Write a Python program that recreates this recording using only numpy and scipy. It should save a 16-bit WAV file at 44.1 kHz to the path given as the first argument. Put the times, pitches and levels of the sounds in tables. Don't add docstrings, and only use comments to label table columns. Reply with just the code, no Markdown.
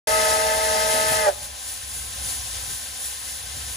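import sys
import numpy as np
from scipy import signal
from scipy.fft import rfft, irfft
from scipy.io import wavfile

SR = 44100
rng = np.random.default_rng(int(sys.argv[2]) if len(sys.argv) > 2 else 0)


def inscribe(sig):
    pcm = np.round(np.clip(np.atleast_2d(sig).T, -1, 1) * 32767)
    wavfile.write(sys.argv[1], SR, pcm.astype(np.int16))


N = 165816

# time_s, pitch_share (of full pitch), chord_db, low_note_swell_db, jet_db
WHISTLE_VALVE = [(.07, .995, 0.5, -1.5, 2.5), (.12, 1.002, 2.5, -2.5, 1.5), (.45, 1, -0.5, -0.5, -1.5),
                 (.62, 1.008, -0.5, -1.5, -1.5), (.7, .998, -0.5, -0.5, -1.5), (.92, 1.002, -.5, -1, 0),
                 (1.14, 1.0, 0.5, -3.5, 1), (1.22, .993, 0, -1.5, -1.5), (1.26, .975, 2.5, -1.5, -4),
                 (1.273, .935, 0, 6.5, -4.5), (1.288, .922, -1.5, 11.5, -4.5), (1.298, .89, -2.5, 6.5, -8),
                 (1.31, .84, -13, 3, -18), (1.335, 0.825, -30, 10, -33)]
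# pitch_hz, level_db, left_minus_right_db, roughness_0_to_1, swell_share
BELL_TONES = [(447, -34.7, 0, .15, .8), (636, -27.3, -8.3, .1, 1.05), (878, -27.2, 4.7, .14, .85),
              (1274, -33, 6.6, .5, -.6), (1583, -46.5, 4, .8, 1.2), (1758, -38, 1, .62, -.2),
              (1910, -44, -1, .5, 0), (2547, -47.5, 4, .55, 0), (2636, -47.5, 8, .55, 0),
              (3185, -49, 5, .6, 0)]
# pitch_hz, width_hz, level_db, left_minus_right_db
PIPE_BREATH = [(456, 52, -49.5, 5), (570, 130, -39.5, 0), (773, 40, -38.5, 4), (845, 80, -44, 4),
               (1000, 230, -41.5, 9), (1274, 56, -47.5, -6), (1560, 190, -42, 11.5), (1735, 27, -38.5, -3),
               (1973, 88, -40, -10), (2070, 65, -37.5, 2.5)]
# pitch_hz, level_db_per_hz (relative)
JET_COLOUR = [(20, -7), (40, 0), (70, 6), (130, -7.5), (240, 2), (330, -5.5), (600, 2), (1150, -6),
              (2300, 0.5), (3200, 1.5), (5500, 3.1), (6500, 1.5), (8400, 4), (10300, 4.55), (12500, -2),
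              (15500, -8.5)]
# time_s, level_db, extra_treble_db
VENT_GUSTS = [(.07, -34, -6), (1.33, -34.5, 1.5), (1.41, -36, 1), (1.445, -34.5, 3.5), (1.5, -35, -2),
              (1.7, -34.5, 4.5), (1.86, -36, 2), (1.97, -34, 6), (2.1, -33.5, 0.5), (2.19, -31, 1),
              (2.31, -30, 4), (2.45, -32.5, 1.5), (2.6, -31.5, 0.5), (2.73, -32, 5.5), (2.92, -32.5, 0.5),
              (3.06, -32.5, 7), (3.17, -33, 1), (3.33, -32.5, 3), (3.48, -33.5, -0.5), (3.76, -32, 2.5)]
# pitch_hz, level_db_per_hz (relative)
HISS_COLOUR = [(150, -14), (350, -13), (550, -7.5), (1000, -1), (1250, -6), (1800, -2), (2300, -5),
               (3400, -1), (5500, -1.5), (7200, 0.5), (8500, 1), (10200, 2.64), (11500, -5.5),
               (15500, -9.5)]
# pitch_hz, level_db
MACHINE_TONES = [(51.3, -59.5), (62.8, -47), (68.5, -54.5), (74.3, -52), (97, -58.5), (242, -65.5)]
# pitch_hz, level_db_per_hz (relative)
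RUMBLE_COLOUR = [(20, -22), (35, -9), (55, 4.5), (100, 7), (150, -2), (250, -15.5), (400, -15), (900, -33)]
# time_s, level_db
MACHINE_LEVEL = [(.07, -2), (1.3, 0.5), (1.7, -8.5), (2.0, 1), (2.6, 1), (2.85, -5.5), (3.25, -7),
                 (3.58, 2), (3.76, 2.5)]
# centre_s, level_db
AIR_BUFFETS = [(1.13, -33.5), (1.44, -49.5), (2.0, -46.5), (2.28, -44), (2.6, -50), (2.709, -39.5),
               (3.57, -43)]
# pitch_hz, likeness_0_to_1, left_minus_right_db, left_lead_radians
MICROPHONE_PAIR = [(60, .85, 0, 0), (250, .85, 0, 0), (440, .85, 0, .7), (640, .8, 0, .2),
                   (880, .85, .5, 2.1), (1280, .72, 1, 2.4), (1780, .7, 1, -1.2), (2300, .15, 3.7, 0),
                   (3600, .55, 4.5, .5), (5600, .58, 5, .9), (6600, .83, 3.5, 0), (7700, .73, 1.5, -1.6),
                   (8450, .98, 0, -3.1), (9100, .72, 0, -4.45), (9750, .98, 0, -6.2), (10500, .96, 0, -6.3),
                   (11100, .62, 0, -7.6), (11800, .98, 0, -9.4), (12500, .97, 0, -9.5),
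                   (13050, .45, 0, -10.6), (13500, .97, 0, -12.5), (14500, .97, 0, -12.6),
                   (15300, .6, 0, -14.5)]

OPEN_S, ATTACK_S = 0.071, 0.0031
FLUTTER_PER_S, WANDER_SHARE, WANDER_PER_S = 22, 0.00149, 8.8
SPUTTER_PER_SAG, SPUTTER_PER_S = 0.27, 120
SWELL_BELOW_HZ = 1100
JET_DB, JET_FLICKER_DB = -24, 1.47
YARD_DB, YARD_T60_S, YARD_CUT_HZ = -21, 0.77, 4200
VENT_FLICKER_DB, TREBLE_HZ = 0.99, 6900
GROUND_ECHO_S, GROUND_SHARE, GROUND_CUT_HZ = .00385, 0.59, 2100
THROB_ROUGHNESS, THROB_FLUTTER_PER_S = 0.32, 4
RUMBLE_DB, RUMBLE_FLICKER_DB = -49.5, 1.5
BUFFET_SPREAD_S, BUFFET_FLICKER_DB = 0.022, 1.0
CUTOFF_HZ = 15300


def whistle_tones(pitch, swell_db):
    chord = 0
    for hz, db, pan_db, roughness, swell_share in BELL_TONES:
        wander = WANDER_SHARE * drift(WANDER_PER_S)
        sputter = SPUTTER_PER_SAG * (1 - pitch) * drift(SPUTTER_PER_S)
        level = from_db(db + swell_share * swell_db) * panned(pan_db)
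        chord = chord + level * tone(hz, pitch + wander + sputter, roughness, FLUTTER_PER_S)
    return chord


def whistle_breath(pitch, swell_db):
    air, hz = pair_noise(), bins()
    power = 0
    for centre_hz, width_hz, db, pan_db in PIPE_BREATH:
        height = (from_db(db) * panned(pan_db)) ** 2 * SR / (np.pi * width_hz)
        power = power + height / (1 + ((hz - centre_hz) / width_hz * 2) ** 2) ** 2
    low = hz < SWELL_BELOW_HZ
    read_at = np.cumsum(pitch)
    total = 0
    for band, gain in ((low, from_db(swell_db)), (~low, 1)):
        breath = irfft(air * np.sqrt(power) * band, N)
        total = total + gain * np.array([np.interp(read_at, np.arange(N), side) for side in breath])
    return total


def whistle():
    pitch, chord_db, swell_db, jet_db = in_time(WHISTLE_VALVE)
    chord = whistle_tones(pitch, swell_db) + whistle_breath(pitch, swell_db)
    jet = from_db(JET_DB + jet_db) * turbulence(JET_COLOUR, JET_FLICKER_DB)
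    valve_open = np.arange(N) / SR < WHISTLE_VALVE[-1][0]
    return (from_db(chord_db) * chord + jet) * valve_open


def yard(x):
    t = np.arange(SR) / SR
    tail = rng.standard_normal((2, SR)) * from_db(-60 * t / YARD_T60_S)
    tail = tail * (t > .02)
    tail = tail / np.sqrt(np.sum(tail ** 2) / 2)
    dull = signal.butter(2, YARD_CUT_HZ, fs=SR, output="sos")
    tail = signal.sosfilt(dull, tail)
    return from_db(YARD_DB) * signal.fftconvolve(x, tail, axes=1)[:, :N]


def vent():
    level_db, treble_db = in_time(VENT_GUSTS)
    hiss, hz = rfft(turbulence(HISS_COLOUR, VENT_FLICKER_DB)), bins()
    delay = np.exp(-2j * np.pi * hz * GROUND_ECHO_S)
    dullness = np.hypot(1, hz / GROUND_CUT_HZ)
    hiss = hiss * (1 + GROUND_SHARE * delay / dullness)
    low_share = 1 / (1 + (hz / TREBLE_HZ) ** 6)
    lower = irfft(hiss * low_share, N)
    treble = irfft(hiss * (1 - low_share), N)
    return from_db(level_db) * (lower + from_db(treble_db) * treble)


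def machinery():
    throb = 0
    for hz, db in MACHINE_TONES:
        throb = throb + from_db(db) * tone(hz, np.ones(N), THROB_ROUGHNESS, THROB_FLUTTER_PER_S)
    rumble = from_db(RUMBLE_DB) * turbulence(RUMBLE_COLOUR, RUMBLE_FLICKER_DB)
    return from_db(in_time(MACHINE_LEVEL)[0]) * (throb + rumble)


def buffets():
    t = np.arange(N) / SR
    swells = 0
    for centre_s, db in AIR_BUFFETS:
        swells = swells + from_db(db) * np.exp(-((t - centre_s) / BUFFET_SPREAD_S) ** 2 / 2)
    return swells * turbulence(RUMBLE_COLOUR, BUFFET_FLICKER_DB)


def tone(hz, pitch, roughness, flutter_per_s):
    roughness = np.clip(roughness, 0, 1)
    steady = np.sqrt(2 * (1 - roughness ** 2))
    flutter = roughness * (drift(flutter_per_s) + 1j * drift(flutter_per_s))
    phase = 2 * np.pi * (np.cumsum(hz * pitch) / SR + rng.random())
    left_lead = at_hz(MICROPHONE_PAIR, hz)[2]
    side_phase = np.exp(.5j * left_lead * np.array([[1], [-1]]))
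    return np.real((steady + flutter) * np.exp(1j * phase) * side_phase)


def turbulence(colour, flicker_db, count=10):
    noise = pair_noise() * from_db(at_hz(colour, bins())[0])
    octave = np.log2(bins() / (SR / 2))
    together, total = drift(4.6), 0
    for k in range(count):
        overlap = np.maximum(1 - abs(octave + k), 0)
        band = irfft(noise * overlap, N)
        flicker = (together + drift(11.7)) / np.sqrt(2)
        total = total + band * from_db(flicker_db * flicker)
    return rms_one(total)


def pair_noise():
    alike, pan_db, left_lead = at_hz(MICROPHONE_PAIR, bins())
    alike = np.clip(alike, 0, .99)
    mid, side = rfft(rng.standard_normal((2, N)))
    signs = np.array([[1], [-1]])
    noise = np.sqrt(1 + alike) * mid + signs * np.sqrt(1 - alike) * side
    return noise * np.exp(.5j * signs * left_lead) * panned(pan_db)


def drift(rate_per_s):
    r = np.exp(-80 * np.pi * abs(rate_per_s) / SR)
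    raw = rng.standard_normal(N // 40 + 2002)
    slow = signal.lfilter([1], [1, -2 * r, r * r], raw)[2000:]
    return np.interp(np.arange(N) / 40, np.arange(len(slow)), rms_one(slow))


def in_time(rows):
    s, *columns = np.transpose(rows)
    return [np.interp(np.arange(N) / SR, s, c) for c in columns]


def at_hz(rows, hz):
    f, *columns = np.transpose(rows)
    return [np.interp(np.log(hz), np.log(f), c) for c in columns]


def bins():
    return np.maximum(np.arange(N // 2 + 1) * SR / N, 1)


def panned(db):
    return from_db(np.array([db, -db]).reshape(2, -1) / 2)


def from_db(db):
    return 10 ** (np.asarray(db) / 20)


def rms_one(x):
    return x / np.sqrt(np.mean(x ** 2) + 1e-20)


def scene():
    started = np.clip((np.arange(N) / SR - OPEN_S) / ATTACK_S, 0, 1)
    blast = started * whistle()
    return blast + yard(blast) + started * (vent() + machinery() + buffets())


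def record(dry):
    steep = signal.ellip(10, .1, 80, CUTOFF_HZ, fs=SR, output="sos")
    return signal.sosfilt(steep, dry)


dry = scene()
out = record(dry)
inscribe(out)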